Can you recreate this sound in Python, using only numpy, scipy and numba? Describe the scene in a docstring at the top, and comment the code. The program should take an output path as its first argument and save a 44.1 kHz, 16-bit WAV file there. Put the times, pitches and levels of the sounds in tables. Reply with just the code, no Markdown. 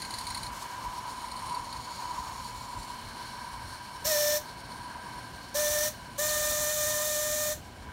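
"""A suburban garden, one phone microphone a few metres from a small live-steam railway.
Distant rumble and a fan hum lie underneath, and wind buffets the microphone. The locomotive trundles
away: its gas burner roars in the flue's resonances, and steam leaks and spits. The whistle blows
two short blasts and a long one, a pipe tone over the hiss of the jet."""
import sys
import numpy as np
from scipy import signal
from scipy.fft import rfft, irfft
from scipy.io import wavfile
from scipy.ndimage import uniform_filter1d
from numba import njit

SR = 44100
rng = np.random.default_rng(int(sys.argv[2]) if len(sys.argv) > 2 else 0)


def to_wav(sig):
    """Store sig (one row per channel, or 1-D mono) as 16-bit WAV at the path in sys.argv[1].

    Samples outside -1..1 are clipped; the rate is SR.
    """
    pcm = np.clip(np.atleast_2d(sig), -1, 1) * 32767
    pcm = np.round(pcm).astype(np.int16)
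    wavfile.write(sys.argv[1], SR, pcm.T)  # frames by channels


N = 349272
T = np.arange(N) / SR

# burner and leak, fading as the engine draws away:
# t/s, first flue mode/dB, second flue mode/dB, ringing leak/dB, sizzle/dB
ENGINE_LEVELS = [(0, -44.5, -54.5, -50, -54), (.42, -41, -53, -47.5, -55), (.55, -41, -52.5, -56.5, -51),
                 (1.1, -39, -55, -49, -54.5), (1.55, -39, -61, -49.5, -62), (1.85, -41.5, -58, -48.5, -56),
                 (2.25, -36.5, -57, -49.5, -54), (2.6, -43.5, -61, -51.5, -55.5),
                 (3.1, -43.5, -52, -51.5, -58), (4, -44, -52, -52, -59), (4.5, -47.5, -54, -54, -62),
                 (4.9, -43, -50.5, -54.5, -63.5), (5.3, -47, -52.5, -53.5, -60),
                 (6.1, -50.5, -54.5, -56.5, -62), (7.6, -57.5, -61.5, -62, -62),
                 (7.92, -50.5, -52, -62, -71)]


def undb(db):
    """dB to gain."""
    return 10 ** (np.asarray(db) / 20)


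def unit(x):
    """Scaled to rms 1."""
    return x / np.sqrt(np.mean(x ** 2))


def bump(at_s, half_width_s):
    """A bell-shaped swell of height 1."""
    return np.exp(-((T - at_s) / half_width_s) ** 2)


def curves(table):
    """The columns after t/s, interpolated to every sample."""
    times, *columns = np.transpose(table)
    return [np.interp(T, times, column) for column in columns]


@njit
def bandpass(x, hz, width_hz):
    """State-variable band-pass whose centre may move every sample."""
    y, band_state, low_state = np.empty(len(x)), 0., 0.
    for i in range(len(x)):
        g, damping = np.tan(np.pi * hz[i] / SR), width_hz / hz[i]
        v = (band_state + g * (x[i] - low_state)) / (1 + g * (g + damping))
        band_state, low_state = 2 * v - band_state, low_state + 2 * g * v
        y[i] = damping * v
    return y


def band(hz, width_hz, source=None):
    """One resonance, rms 1, driven by fresh noise unless a source is given."""
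    if source is None:
        source = rng.standard_normal(N)
    return unit(bandpass(source, hz + np.zeros(N), float(width_hz)))


def walk(rate_hz):
    """Random levels held 1 / rate_hz seconds and smoothed twice; spread near 1."""
    hold = int(SR / rate_hz)
    steps = np.repeat(rng.standard_normal(N // hold + 1), hold)
    return 1.324 * uniform_filter1d(uniform_filter1d(steps, hold), hold)[:N]


def coloured(spectrum):
    """Noise shaped by (f/Hz, level/dB) points, rms 1."""
    hz, db = np.transpose(spectrum)
    bins_hz = np.fft.rfftfreq(N, 1 / SR) + 1
    gain = undb(np.interp(np.log(bins_hz), np.log(hz), db))
    return unit(irfft(rfft(rng.standard_normal(N)) * gain, N))


def turbulence(modes, flicker_hz):
    """Noise in resonances that each drift and flicker by about 1 dB; rms 1."""
    return unit(sum(undb(db + walk(flicker_hz)) * band(hz * (1 + .0037 * walk(2.03)), width)
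                    for hz, width, db in modes))


def garden():
    """Distant rumble, wind buffeting the microphone, a wavering fan hum and a hiss of leaves."""
    # suburban rumble: f/Hz, relative level/dB
    rumble_spectrum = [(25, -30), (45, -6), (100, -1), (170, 1), (260, 2), (430, -6), (800, -1.5),
                       (1100, -17), (1800, -66)]
    # steady wind on the microphone: t/s, level/dB
    breeze = [(0, -49.5), (.7, -55.5), (5.2, -55), (5.5, -48.5), (7.2, -50.5), (7.92, -48.5)]
    # gusts that thump the microphone: t/s, peak level/dB, half-width/s
    gusts = [(.31, -50, .03), (.5, -53, 0.12), (.865, -43, 0.022), (1.488, -48.5, .05), (1.602, -48, 0.025),
             (1.775, -46, 0.018), (2.18, -46.5, .12), (2.42, -50, .04), (2.547, -48, .03), (2.78, -47, .03),
             (3.07, -50, .04), (3.62, -52, 0.13), (4.05, -43.5, .03), (4.747, -52, 0.089),
             (4.952, -54, 0.018)]
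    # fan hum: f/Hz, width/Hz, level/dB
    fan_bands = [(117, 5, -59), (235, 6.1, -63)]
    # leaves and far traffic: f/Hz, relative level/dB
    air_spectrum = [(900, -20), (1500, -7), (4000, 1.5), (9000, -15), (15800, -14)]
    rumble = coloured(rumble_spectrum) * undb(-52 + .7 * walk(3))
    wind_gain = undb(curves(breeze)[0]) + sum(undb(db) * bump(s, width) for s, db, width in gusts)
    wind = band(65, 117, source=band(35, 70)) * wind_gain * undb(1.84 * walk(14))
    hum = sum(undb(db) * band(hz, width) for hz, width, db in fan_bands)
    air = undb(-61.5) * coloured(air_spectrum)
    return rumble + wind + hum + air


def burner():
    """The gas flame flutters in the flue's resonances; once the flue sings for a moment."""
    # first and second flue modes: f/Hz, width/Hz
    flue_modes = [(982, 46.3), (1572, 77)]
    # upper modes and broad roar of the flue: f/Hz, width/Hz, relative level/dB
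    upper_modes = [(2229, 48, -0.5), (3010, 120, -0.5), (740, 800, 2), (1300, 600, 0.5), (2100, 1300, 0)]
    fade_db_per_s = .68  # the upper roar fades with distance
    note_hz, note_start_s, note_length_s, note_db = 1016, 6.86, .22, -45
    roar = sum(undb(db + 1.53 * walk(25.28)) * band(hz * (1 + .0011 * walk(4.76)), width)
               for db, (hz, width) in zip(curves(ENGINE_LEVELS)[:2], flue_modes))
    upper_roar = undb(-51 - fade_db_per_s * T) * turbulence(upper_modes, flicker_hz=7.9)
    note_progress = np.clip((T - note_start_s) / note_length_s, 0, 1)
    note_swell = np.sqrt(np.sin(np.pi * note_progress).clip(0))
    note = undb(note_db) * note_swell * np.sin(2 * np.pi * note_hz * T)
    return roar + upper_roar + note


def steam_leak():
    """Steam seeps from the glands: a ringing hiss and a broad sizzle that sputter together."""
    # resonances of the leak: f/Hz, width/Hz, relative level/dB
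    leak_modes = [(4290, 340, 7), (5490, 120, -1.5), (9040, 610, 1), (10200, 210, -7), (11800, 400, -14)]
    # one thin jet that comes and goes: t/s, f/Hz, level/dB re leak
    thin_jet = [(0, 6900, -6), (1.3, 6800, -14), (1.6, 6860, -9), (2.4, 6830, -7), (2.85, 7340, -8),
                (3.1, 7400, -25), (5, 6960, -20), (7.92, 7200, -11)]
    # broad sizzle: f/Hz, relative level/dB
    sizzle_spectrum = [(2000, -34), (3200, -3.5), (6000, -1), (10000, -6), (13000, -9), (15800, -15)]
    leak_db, sizzle_db = curves(ENGINE_LEVELS)[2:]
    thin_hz, thin_db = curves(thin_jet)
    hiss = turbulence(leak_modes, flicker_hz=5) + undb(thin_db) * band(thin_hz, 400)
    sputter_db = 1.54 * walk(50)
    sizzle = undb(sizzle_db + 1.05 * sputter_db + walk(90)) * coloured(sizzle_spectrum)
    return undb(leak_db + sputter_db) * hiss + sizzle


def spits():
    """Each drop of condensate swells, bursts out as a short ringing puff and dribbles away."""
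    # spits of wet steam: t/s, peak level/dB
    drops = [(.0188, -32), (.0483, -38), (.106, -35.5), (.1381, -33.5), (.1845, -33), (.21, -39),
             (.2683, -33), (.3022, -34), (.3461, -32), (.3731, -39), (.4305, -34.5), (.4643, -41),
             (1.2825, -45), (1.3154, -41), (1.3648, -43), (1.3914, -46), (1.4591, -42), (1.4945, -41),
             (1.5465, -39), (1.726, -40), (2.4423, -45), (2.8285, -43), (4.7172, -48), (6.291, -35)]
    # resonances of a puff: f/Hz, width of each pass/Hz, relative level/dB
    puff_modes = [(4320, 640, 3), (9300, 1300, -3), (11650, 660, -18.5), (2100, 670, -8), (6800, 1300, -15),
                  (8000, 16000, -10)]
    rise_s, fall_s, tail_s, tail_db = .0022, .004, .025, -19
    t = np.arange(SR // 10) / SR
    decay = np.exp(-t / fall_s) + undb(tail_db) * np.exp(-t / tail_s)
    puff = decay * (1 - np.exp(-t / rise_s)) ** 2
    envelope = np.zeros(N)
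    for s, db in drops:
        start = int((s - rise_s / 2) * SR)
        envelope[start:start + len(t)] += undb(db) * puff / puff.max()
    # each resonance acts twice, so the gaps between them stay dark
    ring = sum(undb(db + 1.4 * walk(30.13)) * band(hz, width, source=band(hz, width))
               for hz, width, db in puff_modes)
    return envelope * unit(ring)


def blast(opens, shuts, warm_hz, overshoot_hz, cold_flat_hz, overtone_rise_s, rush_db, *level_pairs):
    """One opening of the valve: curves of pitch/Hz and of level/dB for three partials and the jet."""
    # the pipe falters: t/s, fundamental dip/dB, overtone dip/dB
    falters = [(5.71, 0.5, 5), (6.28, 3, 2), (6.6, 2.5, 4), (6.745, 2, 16), (7.36, 1.5, 5)]
    tone_attack_s, jet_attack_s, rush_s, falter_s = .014, .017, .063, .017
    tone_fall, overtone_fall, jet_fall = 640, 1300, 537  # dB/s just as the valve shuts
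    linger_s = .056  # the fall slows as the garden echoes it
    since_open = np.maximum(T - opens, 1e-6)
    since_shut = np.maximum(T - shuts, 0)
    release = since_shut / np.sqrt(1 + since_shut / linger_s)

    def rise_db(length_s, power):
        """Attack that grows as a power of time, then holds at 0 dB."""
        return 20 * power * np.log10(np.minimum(since_open / length_s, 1))

    hz = warm_hz - 60 * np.exp(-since_open / .016)  # the pitch climbs with the pressure
    hz += overshoot_hz * bump(opens + .045, .04)
    hz -= cold_flat_hz * np.exp(-since_open / .2)  # the cold pipe warms up to pitch
    tone_db, second_db, third_db, jet_db = (np.interp(T, (opens, shuts), pair)
                                            for pair in np.reshape(level_pairs, (-1, 2)))
    tone_db += rush_db * bump(opens, rush_s)  # the first rush of steam lifts or chokes the tone
    tone_loss_db = tone_fall * release + sum(dip * bump(s, falter_s) for s, dip, _ in falters)
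    overtone_loss_db = overtone_fall * release + sum(dip * bump(s, falter_s) for s, _, dip in falters)
    tone_db += rise_db(tone_attack_s, power=2) - tone_loss_db
    second_db += rise_db(overtone_rise_s / 2, power=2) - overtone_loss_db
    third_db += rise_db(overtone_rise_s, power=4) - overtone_loss_db
    jet_db += rise_db(jet_attack_s, power=1) - jet_fall * release
    return np.array([hz, tone_db, second_db, third_db, jet_db])


def whistle():
    """The jet drives the pipe: partials locked to an unsteady pitch, breath in its modes, broad hiss."""
    # one row a blast: valve opens/s, shuts/s, warm pitch/Hz, overshoot/Hz, flat while cold/Hz,
    # overtone rise/s, first rush/dB, then start and end level/dB for partials 1, 2, 3 and the jet
    blasts = [(4.042, 4.372, 603.4, 50, 22, 0.073, -5, -29, -30.5, -48, -63, -37.5, -40, -28, -30.5),
              (5.540, 5.879, 606, 12.02, 20.4, .024, 0, -31, -33, -49, -55, -40, -40.5, -30.5, -30.5),
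              (6.176, 7.526, 604.2, 4.04, 1.92, .016, 5, -36.5, -35, -44, -50, -39.5, -43.5, -30.5, -32.5)]
    # pipe modes that carry breath: multiples of the pitch
    mode_numbers = [1, 2, 3, 4, 5, 6, 7, 9, 10, 11, 12, 16]
    # breath in those modes: width/Hz, level/dB re jet
    breath_modes = [(69.5, -19.5), (78, -32), (110, -18), (60, -28), (70, -26.5), (55, -19), (60, -19.5),
                    (120, -20), (92.593, -14), (120, -14), (90, -16.5), (100, -20)]
    # jet colour in each blast as the engine turns its tail to the microphone: f/Hz, relative level/dB
    jet_spectra = [
        [(300, -22), (1400, -14.5), (2700, -16), (4100, -7), (5000, -10.5), (5400, 3), (6100, -2.5), (6600, -6),
         (7100, -7.5), (9500, -8), (10500, -12.5), (11500, -7.5), (13900, -4.5), (15800, -10.5)],
        [(300, -22), (1400, -12.5), (2700, -18), (3600, -8), (5050, -11), (5500, -2.5), (5950, 1), (6800, -8.5),
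         (7900, -6), (9600, -7.5), (10450, -9.5), (12800, -8), (13700, -7), (15800, -9)],
        [(300, -27), (1400, -11), (2750, -18.5), (3600, -6), (5000, -10.5), (5800, -1.5), (6600, -2),
         (7400, -1), (8000, -5), (9600, -6), (10500, -7.5), (12800, -8), (14000, -3), (15800, -10.5)],
    ]
    current = sum(T > opens for opens, *_ in blasts[1:])
    hz, tone_db, second_db, third_db, jet_db = np.choose(current, [blast(*row) for row in blasts])
    hz = hz * (1 + .005 * walk(90) + .0012 * walk(25))
    phase = 2 * np.pi * np.cumsum(hz) / SR
    # turbulence shakes the upper partials far more than the first
    partials_db = [tone_db + .63 * walk(60) + .3 * walk(250),
                   second_db + 2.4 * walk(50),
                   third_db + 1.4 * walk(60),
                   third_db - 13 + 2 * walk(50),
                   third_db - 15.5 + 2 * walk(50)]
    tone = sum(np.sqrt(2) * undb(db) * np.sin(k * phase) for k, db in enumerate(partials_db, 1))
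    breath = sum(undb(db + 1.2 * walk(25)) * band(k * hz, width)
                 for k, (width, db) in zip(mode_numbers, breath_modes))
    hiss = np.choose(current, [coloured(spectrum) for spectrum in jet_spectra])
    hiss *= 1 + .14 * np.sin(phase)  # the jet flaps across the lip once a cycle
    hiss *= undb(.32 * walk(40) + .47 * walk(150))  # wet steam splutters
    return tone + undb(jet_db) * (hiss + breath)


def scene():
    """Engine and garden at one microphone, which feeds both channels."""
    return np.tile(whistle() + burner() + steam_leak() + spits() + garden(), (2, 1))


def record(dry):
    """The phone cuts the deepest bass and the top."""
    bottom_hz, top_hz = 38, 15760
    low_cut = signal.butter(4, bottom_hz, "high", fs=SR, output="sos")
    high_cut = signal.ellip(12, .2, 80, top_hz, fs=SR, output="sos")
    return signal.sosfilt(high_cut, signal.sosfilt(low_cut, dry))


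dry = scene()
out = record(dry)
to_wav(out)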